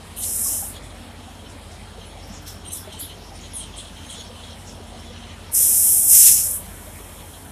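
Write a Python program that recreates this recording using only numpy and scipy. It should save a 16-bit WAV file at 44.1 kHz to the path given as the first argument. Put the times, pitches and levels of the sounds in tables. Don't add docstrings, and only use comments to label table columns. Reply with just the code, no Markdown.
import sys
import numpy as np
from scipy import signal
from scipy.fft import rfft, irfft
from scipy.io import wavfile
from scipy.ndimage import uniform_filter1d

SR = 44100
rng = np.random.default_rng(int(sys.argv[2]) if len(sys.argv) > 2 else 0)


def unload_wav(signal):
    wavfile.write(
        sys.argv[1],
        SR,
        np.round(np.clip(np.atleast_2d(signal).T, -1, 1) * 32767).astype(np.int16),
    )


N = 331191
T = np.arange(N) / SR
HZ = np.maximum(np.fft.rfftfreq(N, 1 / SR), 1)

# (multiple of the cycle rate, level [dB])
ENGINE_TONES = [(7, -66), (9, -60), (10, -66), (11, -62), (12, -60), (16, -57), (17, -63)]
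# (multiple of the cycle rate, mean level [dB])
WAVERING_ENGINE_TONES = [(13, -47.5), (15, -48)]
# (multiple of the cycle rate, level [dB])
COMPRESSOR_TONES = [(5, -78), (6, -65), (7, -69), (9, -72.5), (10, -91), (11, -61.5), (12, -61.5),
                    (13, -70), (17, -92)]
# (time [s], engine tone 8 mean level [dB], compressor tone 14 level [dB])
HUM_SWELLS = [(0.0, -58, -64), (0.12, -44.5, -49.5), (0.77, -45.5, -50), (0.9, -43.5, -66.5),
              (1.07, -49, -49.5), (2.53, -44, -65), (2.82, -54, -57.5), (2.97, -51.5, -80),
              (3.03, -48, -60.5), (3.72, -42, -65.5), (4.1, -51, -56.5), (5.21, -45.5, -48.5),
              (5.88, -50.5, -67), (6.78, -45, -72.5), (6.94, -46.5, -57.5), (7.51, -52, -66.5)]
# (pitch [Hz], width [Hz], level [dB])
BLOWER_WHINES = [(300, 3, -59), (866.7, 4, -63), (968.8, 1, -63), (1194, 3, -68), (5432, 30, -66)]
# (time [s], level below 2 kHz [dB], treble re its usual level [dB])
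ROAR_COURSE = [(0.0, -44.5, 0.5), (0.44, -44, 1), (1.57, -44, -1.5), (1.78, -44.5, -1), (3.91, -44.5, 1.5),
               (4.14, -44.5, 1), (6.07, -44, -0.5), (6.3, -44, -1), (7.51, -44.5, -3)]
# (frequency [Hz], relative density [dB per Hz])
ROAR_COLOUR = [(25, -26), (36, -29.5), (44, -20.5), (90, -14), (125, -8), (250, -7.5), (330, -13),
               (700, -11.5), (950, -16.5), (1400, -19.5), (3400, -23), (4700, -27), (6000, -30),
               (10000, -26), (15300, -46)]
# (time of peak [s], level [dB], pitch [Hz], held [s])
LOW_CALLS = [(.178, -43.5, 3140, 0.0188), (.225, -47.5, 3190, 0.0147), (.5, -48, 3100, 0.0556),
             (.75, -44, 3440, 0.016), (.9, -51, 3345, 0.0227), (1.45, -50, 3250, 0.018),
             (2.0, -47, 3240, 0.046), (2.1, -51, 3260, 0.105), (2.47, -48, 3270, 0.022),
             (2.655, -43.5, 3120, 0.04943), (2.75, -47, 3400, 0.034), (2.85, -49.5, 3350, 0.056),
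             (2.92, -42, 3160, 0.0656), (3.011, -42.5, 3400, 0.03033), (3.09, -43, 3220, 0.0196),
             (3.435, -46, 3240, 0.0238), (3.54, -48, 3380, 0.0178), (3.6, -40, 3190, 0.037),
             (3.74, -46, 3200, 0.0274), (3.78, -38.5, 3260, 0.013), (3.85, -47, 3210, 0.036),
             (3.97, -48.5, 3116, 0.095), (4.1, -41.5, 3250, 0.0545), (4.17, -39, 3380, 0.0437),
             (4.32, -47.5, 3100, 0.085), (4.44, -46, 3401, 0.051), (4.5, -42.5, 3160, 0.03),
             (4.75, -51.5, 3290, 0.0179), (4.94, -51, 3190, 0.096), (5.05, -47.5, 3370, 0.056),
             (5.14, -46, 3000, 0.032), (5.21, -48, 3094, 0.098), (5.44, -50, 3240, .02),
             (5.62, -43, 3310, 0.034), (5.87, -48.5, 3260, 0.028), (6.99, -52.5, 3300, 0.0096),
             (7.17, -49.5, 3290, 0.028), (7.34, -52, 3250, 0.028)]
# (time of peak [s], level [dB])
HIGH_CALLS = [(1.49, -55.5), (1.72, -56.5), (2.23, -50.5), (2.3, -48), (2.36, -48.5), (2.475, -41.5),
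              (2.52, -52.5), (2.78, -44.5), (2.93, -53.5), (3.03, -57.5), (3.24, -46.5), (3.34, -50.5),
              (3.52, -51), (3.62, -55), (3.76, -53), (4.17, -46.5), (4.25, -51.5), (4.51, -50),
              (4.58, -56.5), (4.68, -49.5), (4.74, -51), (4.78, -59), (4.996, -53), (5.05, -56.5),
              (5.13, -52), (5.47, -53.5)]
# (time [s], jet core near 10 kHz [dB], shoulder near 6 kHz re core [dB])
VENTINGS = [
    [(0.158, -40, -12), (0.176, -32.5, -32), (0.23, -25, -9.5), (0.3, -23.5, -12.5), (0.342, -23.5, -14.5),
     (0.418, -21, -17.5), (0.466, -20.5, -10), (0.574, -23, -12.5), (0.698, -33, -18), (0.79, -55, -10)],
    [(5.51, -44.5, -17), (5.54, -21.5, -21), (5.55, -16, -11.5), (5.63, -15, -12), (5.72, -16, -13.5),
     (5.92, -14, -16), (6.05, -18, -16), (6.075, -15, -17), (6.13, -9.5, -11), (6.27, -8.5, -8.5),
     (6.32, -13, -7.5), (6.43, -22, -7.5), (6.56, -25.5, -20.5), (6.6, -35.5, -20.5), (6.64, -44.5, -10),
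     (7.51, -48.5, -10.5)],
]
VENTING_SHARPNESS = [-0.263, 0.044]
# (frequency [Hz], relative density [dB per Hz])
JET_COLOUR = [(900, -46), (1500, -28.5), (2700, -18), (3900, -20), (4800, -17.5), (5100, -23.5),
              (6600, -17), (8600, 0), (10600, 1.5), (12200, -1), (15300, -15)]
# (start [s], time to peak [s], length [s], first pitch [Hz], last pitch [Hz], peak level [dB],
# roughness at first [about 0-1], first throat centre [Hz], last throat centre [Hz], throat width [Hz])
NEAR_CHIRPS = [ (.172, 0.0182, 0.0344, 3270, 3200, -33.5, 0.2, 11000, 10600, 5000),
               (.205, 0.0328, 0.0406, 3290, 4410, -38.5, 0.68, 3400, 4500, 1400),
               (.222, .018, 0.0287, 3010, 2930, -28.5, 0.74, 8740, 8700, 1200),
               (.74, 0.024, .055, 2200, 2000, -49.5, 1.02, 4070, 3850, 1989),
               (.825, 0.016, 0.045, 2500, 2033, -48, .9, 8500, 10190, 4000),
               (1.485, 0.018, .045, 2620, 2212, -49, 0.7, 7440, 7900, 5000),
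               (1.71, 0.012, 0.051, 2600, 2210, -51, .9, 6030, 6000, 4000),
               (2.05, .015, .06, 3560, 3070, -52, .2, 10700, 9120, 1980),
               (2.268, 0.0046, 0.0476, 3280, 3220, -54.5, 0.2, 11800, 11900, 4100),
               (2.32, 0.0242, 0.078, 2410, 2040, -44.5, 0.65, 7250, 6066, 2500),
               (2.41, 0.0232, 0.0313, 3040, 3150, -57, .1, 12000, 12000, 4000),
               (2.462, 0.0174, 0.077, 2180, 1400, -38.5, 0.45, 8850, 9490, 11990),
               (2.651, 0.00263, 0.0101, 3166, 2820, -41, 0, 9500, 8806, 2500),
               (2.657, .028, 0.037, 2850, 3010, -35, 0.04, 8800, 8900, 2500),
               (2.706, 0.0295, 0.165, 2138, 1467, -29, .1, 9100, 10760, 5540),
               (2.925, .005, .05, 2874, 2790, -45, 0.25, 8875, 8500, 5000),
               (2.978, 0.0215, 0.0293, 2030, 1722, -40, 0.3, 8100, 7100, 1998),
               (2.992, 0.0186, 0.0725, 1900, 1595, -30.5, 0.88, 11010, 10690, 2400),
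               (3.0, 0.022, 0.044, 2300, 2140, -43.5, .85, 4410, 4270, 1800),
               (3.088, .018, .049, 3280, 3140, -47.5, 0.13, 3260, 3340, 1504),
               (3.34, 0.019, .045, 3050, 3000, -49, 0.68, 9200, 9150, 1500),
               (3.41, .005, 0.074, 3310, 3311, -48, .5, 6770, 6526, 2002),
               (3.534, 0.031, .116, 3475, 2850, -28.5, 0.25, 10180, 8920, 2630),
               (3.608, .003, 0.033, 3240, 3130, -56, 0.12, 9600, 9400, 1200),
               (3.598, 0.0173, 0.083, 3200, 3130, -43.5, 0.2, 3500, 3590, 1500),
               (3.76, 0.021, 0.092, 3220, 3270, -38, 0.94, 8624, 8900, 2490),
               (3.975, 0.025, 0.032, 3130, 3100, -52, 0.21, 3900, 3400, 4970),
               (4.055, .01, 0.035, 3250, 3100, -51.5, .1, 8000, 8530, 5014),
               (4.098, 0.0283, 0.035, 3323, 2900, -42, 0, 9500, 9100, 5010),
               (4.092, 0.02, 0.081, 2915, 1520, -38.5, 0.64, 8760, 7810, 3500),
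               (4.171, .022, 0.0414, 3450, 3185, -43, 0.07, 7550, 7520, 4000),
               (4.645, 0.0329, .09, 2300, 1900, -46, 0.88, 6774, 6310, 2500), ]
# (time [s], strength before the swell softens it [dB], pitch [Hz])
KNOCKS = [(.456, -30.5, 1107), (.515, -28, 281), (.623, -25, 793.7), (.70, -27, 236), (1.003, -26.5, 256.6),
          (1.279, -29.5, 774), (1.979, -28.5, 462), (2.30, -22.5, 200.4), (2.872, -25.5, 623),
          (2.872, -27.5, 385), (2.94, -30, 879), (3.022, -29.5, 290.4), (3.319, -28.5, 785.4),
          (4.179, -31.5, 466.5), (4.296, -29.5, 503.2), (4.80, -29, 415.7), (4.939, -29.5, 726),
          (5.103, -29.5, 500.6), (5.494, -30.5, 921), (5.60, -31.5, 510), (6.30, -27.5, 197),
          (6.68, -26, 189), (6.869, -30, 626), (7.0, -30, 418), (7.229, -32, 847.6)]

ENGINE_HZ, COMPRESSOR_HZ = 6.134, 16.52
WAVER_DB, WAVER_HZ = 2, 5.6

CALL_RISE_DB_S, LOW_FALL_DB_S = 497.5, 243
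HIGH_HELD_S, HIGH_FALL_DB_S = 0.011, 177
LOW_BED_DB, HIGH_BED_DB = -56.5, -74
CALL_SAG_HZ_S = 910.7

SHOULDER_HZ, CORE_HZ = 5000, 8800
ROAR_DB, ROAR_GROWTH, ROAR_LAG_S = -9.5, 1.326, 0.014

CHIRP_RISE_DB_S, CHIRP_FALL_DB_S = 441, 250
GLIDE_END_S, HOLD_SHARE = 0.07, 0.55
HOARSE_PER_S = 3.9
ROOF_T60_S, ROOF_DB = 0.18, -5.5
CUTOFF_HZ = 15380


def from_db(db):
    return 10 ** (np.asarray(db) / 20)


def rms_one(x):
    return x / np.sqrt(np.mean(x ** 2) + 1e-20)


def in_time(rows, t=T):
    s, *columns = np.transpose(rows)
    return [np.interp(t, s, column) for column in columns]


def drift(rate_hz):
    pole = np.exp(-40 * np.pi * rate_hz / SR)
    noise = rng.standard_normal(N // 20 + 4002)
    slow = signal.lfilter([1], [1, -2 * pole, pole * pole], noise)[4000:]
    return np.interp(np.arange(N) / 20, np.arange(len(slow)), rms_one(slow))


def coloured(colour):
    hz, db = np.transpose(colour)
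    return rfft(rng.standard_normal(N)) * from_db(np.interp(np.log(HZ), np.log(hz), db))


def band(spectrum, low, high):
    return irfft(spectrum * (HZ >= low) * (HZ < high), N)


def narrow(hz, width_hz):
    resonance = 1 / (1 + (2 * (HZ - hz) / width_hz) ** 2)
    return rms_one(irfft(rfft(rng.standard_normal(N)) * resonance, N))


def gliding_noise(hz, width_hz):
    low_pass = signal.butter(4, width_hz / 2, fs=SR, output="sos")
    grain = signal.sosfilt(low_pass, rng.standard_normal((2, len(hz))))
    phase = 2 * np.pi * np.cumsum(hz) / SR
    return rms_one(grain[0] * np.cos(phase) + grain[1] * np.sin(phase))


def peaked(t, db, rise_db_s, fall_db_s, held_s=0):
    return db + np.minimum(np.minimum(rise_db_s * t, 0), fall_db_s * (held_s - t))


def machines():
    engine_db, compressor_db = in_time(HUM_SWELLS)
    tones = [(k * ENGINE_HZ, db) for k, db in ENGINE_TONES]
    tones += [(k * COMPRESSOR_HZ, db) for k, db in COMPRESSOR_TONES]
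    tones += [(k * ENGINE_HZ, db + WAVER_DB * drift(WAVER_HZ)) for k, db in WAVERING_ENGINE_TONES]
    tones.append((8 * ENGINE_HZ, engine_db + 1.5 * drift(8.0)))
    tones.append((14 * COMPRESSOR_HZ, compressor_db))
    hum = np.zeros(N)
    for hz, db in tones:
        hum += np.sqrt(2) * from_db(db) * np.sin(2 * np.pi * (hz * T + rng.random()))
    return hum + sum(from_db(db) * narrow(hz, width) for hz, width, db in BLOWER_WHINES)


def station(patchy_db=1.5, swell_db=1.1, treble_hz=2000):
    low_db, treble_db = in_time(ROAR_COURSE)
    noise = coloured(ROAR_COLOUR)
    scale = 1 / np.std(band(noise, 110, 2000))
    edges = 20 * 2 ** (np.arange(21) / 2)
    roar = np.zeros(N)
    for low, high in zip(edges, edges[1:]):
        swell = patchy_db * drift(9.87) + swell_db * drift(1.43)
        roar += band(noise, low, high) * from_db(swell + treble_db * (low > treble_hz))
    return scale * from_db(low_db) * roar


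def calls(rows, bed_db, fall_db_s):
    level_db = np.full(N, float(bed_db))
    for s, db, held_s in rows:
        level_db = np.maximum(level_db, peaked(T - s, db, CALL_RISE_DB_S, fall_db_s, held_s))
    return from_db(level_db)


def call_pitch():
    s, _, hz, held_s = np.transpose(LOW_CALLS)
    latest = np.clip(np.searchsorted(s - 0.012, T) - 1, 0, None)
    since_middle = np.clip(T - s[latest] - held_s[latest] / 2, -0.05, 0.1)
    return uniform_filter1d(hz[latest] - CALL_SAG_HZ_S * since_middle, size=200)


def flock(wander=0.018, burst_db=1.84):
    pitch = call_pitch() * (1 + wander * drift(12))
    squeal = gliding_noise(pitch, 155.7)
    squeal += from_db(-9.5) * gliding_noise(2 * pitch, 300)
    squeal += from_db(-21) * gliding_noise(3 * pitch, 500)
    blur = from_db(-0.08) * gliding_noise(pitch, 827)
    blur += from_db(-2) * gliding_noise(3950 * (1 + wander * drift(8)), 694)
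    high = gliding_noise(5500 * (1 + wander * drift(8)), 1264)
    high += from_db(-1.5) * gliding_noise(np.full(N, 5430.), 200)

    low_rows = [(s, db, held_s) for s, db, _, held_s in LOW_CALLS]
    high_rows = [(s, db, HIGH_HELD_S) for s, db in HIGH_CALLS]
    low_voices = calls(low_rows, LOW_BED_DB, LOW_FALL_DB_S) * rms_one(squeal + blur)
    high_voices = calls(high_rows, HIGH_BED_DB, HIGH_FALL_DB_S) * rms_one(high)
    return from_db(burst_db * drift(23.9)) * (low_voices + high_voices)


def brake_air(flutter_db=0.5, own_db=2.0):
    jet, out = coloured(JET_COLOUR), np.zeros(N)
    rise = np.clip((HZ - SHOULDER_HZ) / (CORE_HZ - SHOULDER_HZ), 0, 1)
    upper = np.sin(np.pi / 2 * rise) ** 2
    core = rms_one(irfft(jet * upper, N))
    shoulder = rms_one(band(jet * (1 - upper), SHOULDER_HZ, SR))
    roar = rms_one(band(jet, 0, SHOULDER_HZ)) * from_db(own_db * drift(16.7))
    edge = rms_one(irfft(jet * upper * (HZ / CORE_HZ) ** 2, N))
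    lag = np.exp(-1 / (ROAR_LAG_S * SR))
    for vent, sharp in zip(VENTINGS, VENTING_SHARPNESS):
        core_db, shoulder_db = in_time(vent)
        opening = np.clip((T - vent[0][0]) / 0.0084, 0, 1) * (T <= vent[-1][0])
        flow = opening * from_db(core_db)
        lower = flow * from_db(shoulder_db)
        trailing = signal.lfilter([1 - lag], [1, -lag], lower)
        out += flow * (core + sharp * edge) + lower * shoulder
        out += from_db(ROAR_DB) * trailing ** ROAR_GROWTH * roar
    return out * from_db(flutter_db * drift(61))


def birds(leak_db=-17, leak_hz=7000, leak_width_hz=13000, edge_s=0.00089, jitter=0.02496, flutter_db=3.0):
    out, tremble, flutter = np.zeros(N), drift(147.7), drift(94)
    order = np.arange(1, 12)[:, None]
    for s, peak_s, length, first, last, db, rough, throat_first, throat_last, width in NEAR_CHIRPS:
        i, j = round(s * SR), round((s + length) * SR)
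        t = T[i:j] - s
        hold_s = HOLD_SHARE * peak_s
        glide = np.clip((t - hold_s) / (min(length, GLIDE_END_S) - hold_s), 0, 1)
        pitch = first + (last - first) * glide
        throat = throat_first + (throat_last - throat_first) * glide
        rough = np.clip(rough + HOARSE_PER_S * np.maximum(t - peak_s, 0), 0, 1)

        hz = order * pitch
        weight = np.exp(-(2 * (hz - throat) / width) ** 2)
        leak = from_db(leak_db) * np.exp(-(2 * (hz - leak_hz) / leak_width_hz) ** 2)
        weight += leak * (hz > 2500)
        shaky = pitch * (1 + jitter * np.sqrt(rough) * tremble[i:j])
        phase = 2 * np.pi * np.cumsum(shaky) / SR
        voice = np.sqrt(2) * np.sum(weight * np.sin(order * phase), axis=0)
        voice *= from_db(flutter_db * flutter[i:j]) / np.sqrt(np.sum(weight ** 2, axis=0))

        fade = np.clip(np.minimum(t, length - t) / edge_s, 0, 1)
        fade *= from_db(peaked(t - peak_s, db, CHIRP_RISE_DB_S, CHIRP_FALL_DB_S))
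        breath = gliding_noise(throat, width)
        out[i:j] += fade * (np.sqrt(1 - rough) * voice + np.sqrt(rough) * breath)
    return out


def roof(x):
    t = np.arange(SR // 2) / SR
    tail = rng.standard_normal(len(t)) * from_db(-60 * t / ROOF_T60_S) * (t > 0.012)
    return signal.fftconvolve(x, tail / np.sqrt(np.sum(tail ** 2)))[:N]


def knocks(t60=0.0693):
    out, t = np.zeros(N), np.arange(SR // 5) / SR
    for s, db, hz in KNOCKS:
        i = round(s * SR)
        shape = (1 - np.exp(-t / 0.00356)) * from_db(db - 2 - 60 * t / t60)
        out[i:i + len(t)] += (shape * np.sin(2 * np.pi * hz * t))[:N - i]
    return out


def scene():
    near = birds()
    mono = machines() + station() + flock() + brake_air()
    mono += near + from_db(ROOF_DB) * roof(near) + knocks()
    return np.array([mono, mono])


def record(dry, top=0.98):
    cut = signal.ellip(12, 0.3, 70, CUTOFF_HZ, fs=SR, output="sos")
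    return np.clip(signal.sosfilt(cut, np.clip(dry, -top, top)), -1, 1)


dry = scene()
out = record(dry)
unload_wav(out)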